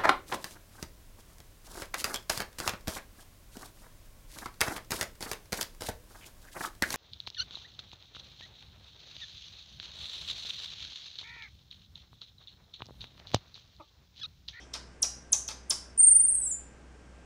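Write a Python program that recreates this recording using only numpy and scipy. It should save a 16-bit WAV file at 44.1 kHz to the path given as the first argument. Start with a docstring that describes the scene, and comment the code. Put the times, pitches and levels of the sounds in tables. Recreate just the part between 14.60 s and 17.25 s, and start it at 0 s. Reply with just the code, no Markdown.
"""A marmoset gives five sharp chirps, then one loud trilled whistle, in a quiet living room.
A chirp is a fast falling tone breaking into throat pulses, a hollow pop and a hoarse puff; the first has no tone.
The whistle is a near-pure tone; its trill slows and widens as it sinks and fades.
Wavering tones give a faint echo of an earlier call at the start and a faint high tone near the end.
Filtered noise as reverberation, mains hum and soft room noise surround all."""
import sys
import numpy as np
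from scipy import signal
from scipy.fft import rfft, irfft
from scipy.io import wavfile
from scipy.ndimage import uniform_filter1d

SR = 44100
rng = np.random.default_rng(int(sys.argv[2]) if len(sys.argv) > 2 else 0)


def log_audio(samples):
    """Write samples as a 16-bit WAV file to the path given in sys.argv[1]."""
    # one column per channel
    frames = np.atleast_2d(samples).T
    # limit to full scale, then quantise
    limited = np.clip(frames, -1, 1)
    pcm = np.round(limited * 32767).astype(np.int16)
    wavfile.write(sys.argv[1], SR, pcm)


N = 116865
T = np.arange(N) / SR
PULSE_GAP_S = 0.0018
PUFF_RISE_S = 0.003
THIN_OCTAVE_DB = -35  # octave of whistle and faint tones, re fundamental


def from_db(db):
    """Decibels to amplitude gain."""
    return 10 ** (np.asarray(db) / 20)


def at_hz(points, hz):
    """Interpolate (Hz, value) points on a log-frequency axis."""
    point_hz, values = np.transpose(points)
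    return np.interp(np.log(np.maximum(hz, 1)), np.log(point_hz), values)


def in_time(rows):
    """Interpolate each column against the first, seconds, at every sample."""
    times_s, *columns = np.transpose(rows)
    return [np.interp(T, times_s, column) for column in columns]


def gate(start_s, end_s, rise_s, fall_s):
    """Smooth attack, hold and release."""
    rise = np.clip((T - start_s) / rise_s, 0, 1)
    fall = np.clip((end_s - T) / fall_s, 0, 1)
    return np.sin(np.pi / 2 * rise * fall) ** 2


def burst(middle_of_rise_s, hold_s, fade_s):
    """Quick linear rise, hold and exponential fade."""
    rise = np.clip((T - middle_of_rise_s) / PUFF_RISE_S + 0.5, 0, 1)
    return rise * np.exp(-np.maximum(T - middle_of_rise_s - hold_s, 0) / fade_s)


def noise(spectrum):
    """White noise shaped by (Hz, dB) points, scaled to rms 1."""
    gain = from_db(at_hz(spectrum, np.fft.rfftfreq(N, 1 / SR)))
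    x = irfft(rfft(rng.standard_normal(N)) * gain, N)
    return x / x.std()


def waver(size=60):
    """Smoothed random fluctuation of standard deviation 1; size in samples."""
    x = uniform_filter1d(uniform_filter1d(rng.standard_normal(N), size), size)
    return x / x.std()


def ring(clicks, hz, width_hz):
    """Two-pole resonance: a unit click starts a decaying sine of nominal height 1."""
    radius = np.exp(-np.pi * width_hz / SR)
    angle = 2 * np.pi * hz / SR
    feedback = [1, -2 * radius * np.cos(angle), radius * radius]
    return signal.lfilter([0, np.sin(angle)], feedback, clicks + 1e-18)  # offset avoids denormals


def tone(hz, octave_db):
    """Sine of varying pitch with a weaker octave."""
    phase = 2 * np.pi * np.cumsum(hz) / SR
    return np.sin(phase) + from_db(octave_db) * np.sin(2 * phase)


def chirps():
    """Each tone falls ever faster, swells and pulses as it nears the throat resonance, then collapses."""
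    # Falling tones. Each row: start in seconds, length in seconds, top Hz, end Hz,
    # level at the top in dB, level at the end in dB, pulsing depth 0-1.
    falling_tones = [(0.4182, 0.012, 10390, 5908, -26.5, -9, 0.84),
                     (0.7191, 0.013, 10400, 6400, -24, -7, 0.7), (0.8765, .0050, 7000, 6120, -31.5, -26, 0),
                     (1.0957, 0.014, 10430, 5494, -24, -15.5, 0.77)]
    fall_curve, fall_share, swell_curve = 1.7, 0.9, 3.0
    attack_s, release_s = 0.0036, 0.0012
    sink_hz_per_s = 240000  # pitch still sinks at the peak
    sag_hz_per_s, sag_db, sag_s = 560000, -24.5, 0.0051  # weak, steeper fall after the end
    octave_db, octave_fade_db = -22, -8.5
    out = np.zeros(N)
    for start, length, top_hz, end_hz, top_db, end_db, breaking in falling_tones:
        peak = start + length * fall_share
        end = start + length
        fall = np.clip((T - start) / (peak - start), 0, 1) ** fall_curve
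        sink_hz = sink_hz_per_s * (np.clip(T, peak, end) - peak)
        sag_hz = sag_hz_per_s * np.clip(T - end, 0, sag_s)
        hz = top_hz + (end_hz - top_hz) * fall - sink_hz - sag_hz
        body = gate(start, end + release_s, attack_s, release_s)
        sag = from_db(sag_db) * gate(start, end + sag_s, attack_s, release_s)
        pulsing = 1 - breaking * fall * np.sin(np.pi * (T - end) / PULSE_GAP_S) ** 2
        swell = from_db(top_db + (end_db - top_db) * fall ** swell_curve)
        level = swell * np.maximum(body, sag) * pulsing
        out += level * tone(hz, octave_db + octave_fade_db * fall ** 2)
    return out


def rasps(count=9):
    """Throat pulses swell and fade through resonances, with a hollow pop and hoarse puff, all low-passed."""
    # Pulse bursts. Each row: middle in seconds, spread in seconds, pulse level in dB, throat resonance Hz,
    # its width Hz, puff level in dB, puff hold in seconds, pop level in dB, low-pass cutoff Hz.
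    pulse_bursts = [(0.1394, 0.002, -18, 5460, 450, -41, 0.021, -54, 8070),
                    (0.4335, 0.0027, -17, 5740, 220, -41, 0.015, -46.5, 15500),
                    (0.7336, 0.00093, -10.5, 6050, 450, -41, .012, -43.5, 15400),
                    (0.8871, 0.002, -19.5, 5730, 500, -42.5, .026, -46, 10500),
                    (1.1095, 0.0039, -17, 5310, 200, -40.5, .018, -45.5, 15890)]
    # Other throat and mouth resonances. Each row: Hz, width in Hz, level in dB re throat.
    mouth = [(820, 250, -28.5), (3010, 404.5, -11), (4183, 500, -16), (9000, 2200, -9), (10600, 370, -22),
             (13185, 1800, -12.5)]
    # Puff spectrum. Each row: Hz, relative dB.
    puff_spectrum = [(250, -29), (480, -6), (800, 1.5), (1300, -3.5), (2000, -4.5), (3200, -2), (5200, 2),
                     (7000, -9), (9800, -8.5), (11500, -22), (13500, -22), (15500, -34.5)]
    puff_fade_s, puff_grain_db = 0.011, 2
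    pop_hz, pop_width_hz, pop_delay_s, pop_fade_s = 828, 380, 0.00067, 0.008
    out = np.zeros(N)
    hoarse = noise(puff_spectrum) * from_db(puff_grain_db * waver())
    hollow = ring(rng.standard_normal(N), pop_hz, pop_width_hz)
    hollow /= hollow.std()
    for middle, spread, db, throat_hz, throat_width, puff_db, puff_s, pop_db, cutoff_hz in pulse_bursts:
        steps = np.arange(count) - count // 2 + 0.5
        lag_s = (steps + rng.normal(0, 0.036, count)) * PULSE_GAP_S
        pulses = np.zeros(N)
        pulses[((middle + lag_s) * SR).astype(int)] = from_db(db) * np.exp(-np.abs(lag_s) / spread)
        voice = ring(pulses, throat_hz, throat_width)
        for k, (hz, width_hz, gain_db) in enumerate(mouth):
            voice += (-1) ** k * from_db(gain_db) * ring(pulses, hz, width_hz)  # alternating polarity
        voice += from_db(puff_db) * hoarse * burst(middle, puff_s, puff_fade_s)
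        voice += from_db(pop_db) * hollow * burst(middle + pop_delay_s, PUFF_RISE_S, pop_fade_s)
        lowpass = signal.butter(2, cutoff_hz, fs=SR, output="sos")
        out += signal.sosfilt(lowpass, voice)
    return out


def whistle():
    """Pitch swings up in pointed crests, weaker at each crest; returns direct sound and room send."""
    # Whistle course. Each row: time in seconds, lower pitch Hz, upward trill swing Hz,
    # level between crests in dB, room send in dB re direct.
    whistle_course = [(1.376, 8382, 480, -25, -11), (1.386, 8640, 490, -14.5, -21),
                      (1.405, 8650, 540, -13, -6), (1.48, 8567, 564, -10.5, -11),
                      (1.565, 8795, 814, -14, -7), (1.65, 8660, 1128, -18.5, -6.5),
                      (1.74, 8415, 1523, -21.5, -0.5), (1.79, 8152, 2035, -29.5, -3),
                      (1.835, 7846, 2390, -27, 1), (1.88, 7420, 2363, -28, -9),
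                      (1.925, 7090, 3130, -29.5, 2.5), (1.955, 7050, 3750, -48, -11.5)]
    # Trill speed. Each row: time in seconds, swings per second.
    trill_rate = [(1.386, 28.4), (1.441, 26.2), (1.48, 24.5), (1.585, 23.5), (1.737, 22.5), (1.874, 21.4),
                  (1.92, 20.1)]
    start_s, end_s, edge_s, first_crest_s = 1.375, 1.958, 0.003, 1.386
    crest_sharpness, crest_dip_db, jitter_hz = 2, -8, 6
    low_hz, swing_hz, db, room_db = in_time(whistle_course)
    turns = np.cumsum(in_time(trill_rate)[0]) / SR
    turns -= np.interp(first_crest_s, T, turns)
    crest = np.abs(np.cos(np.pi * turns)) ** (2 * crest_sharpness)
    level = from_db(db + crest_dip_db * crest) * gate(start_s, end_s, edge_s, edge_s)
    voice = level * tone(low_hz + swing_hz * crest + jitter_hz * waver(), THIN_OCTAVE_DB)
    return voice, voice * from_db(room_db)


def faint_tones():
    """Echo of an earlier call at the start, a high tone near the end: tones whose pitch wavers at random."""
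    # Faint tones. Each row: start in seconds, end in seconds, mean Hz, level in dB.
    tone_rows = [(-0.02, 0.06, 3270, -57), (-0.02, 0.066, 5680, -57.5), (2.329, 2.58, 5528, -79.5)]
    edge_s, rough_hz = 0.035, 411
    out = np.zeros(N)
    for start, end, hz, db in tone_rows:
        voice = tone(hz + rough_hz * waver(size=20), THIN_OCTAVE_DB)
        out += from_db(db) * gate(start, end, edge_s, edge_s) * voice
    return out


def room(x, count=10):
    """Convolve with delayed noise: strong early part, then a tail decaying band by band."""
    # Reverberation time. Each row: Hz, seconds to fall 60 dB.
    decay_times = [(500, 0.29), (1300, 0.61), (3500, .28), (5300, 0.46), (6400, 0.16), (7200, .38),
                   (9500, 0.34), (15000, 0.196)]
    delay_s, early_db, early_s = 0.00061, 10.5, 0.0029
    t = T[:SR // 2]
    white = rfft(rng.standard_normal(len(t)))
    hz = np.fft.rfftfreq(len(t), 1 / SR)
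    centres_hz = np.geomspace(400, 16000, count)
    tail = np.zeros(len(t))
    for centre_hz, band in zip(centres_hz, np.eye(count)):
        band_noise = irfft(white * np.interp(hz, centres_hz, band), len(t))
        tail += band_noise * from_db(-60 * t / at_hz(decay_times, centre_hz))
    tail *= (t > delay_s) * from_db(early_db * np.exp(-t / early_s))
    return signal.fftconvolve(x, tail / np.sqrt(np.sum(tail ** 2)))[:N]  # unit energy


def background():
    """Steady sines for mains hum and a thin whine, plus shaped noise for the room."""
    # Hum and whine. Each row: Hz, level in dB rms.
    hum_tones = [(62.2, -55), (58.3, -67), (122, -70), (1584, -72)]
    # Room noise spectrum. Each row: Hz, relative dB per Hz.
    air_spectrum = [(20, -11.5), (50, -11.5), (90, -13.5), (140, -12.5), (210, -12), (320, -14), (600, -18),
                    (1000, -23), (1600, -24.5), (2600, -29), (4000, -37), (5600, -35), (8500, -38),
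                    (10200, -49), (11600, -62), (16000, -63)]
    air_db_rms = -56
    hum = np.zeros(N)
    for hz, db in hum_tones:
        hum += np.sqrt(2) * from_db(db) * np.sin(2 * np.pi * (hz * T + rng.random()))
    return hum + from_db(air_db_rms) * noise(air_spectrum)


def scene():
    """Sum the calls, their reverberation and the quiet room; one channel."""
    chirp_room_db = -3.5
    calls = chirps() + rasps() + faint_tones()
    direct, to_room = whistle()
    reverberation = room(from_db(chirp_room_db) * calls + to_room)
    return (calls + direct + reverberation + background())[None]


def record(dry):
    """Steep elliptic low-pass cuts the top."""
    cutoff_hz = 15700
    lowpass = signal.ellip(12, 0.1, 80, cutoff_hz, fs=SR, output="sos")
    return signal.sosfilt(lowpass, dry)


dry = scene()
out = record(dry)
log_audio(out)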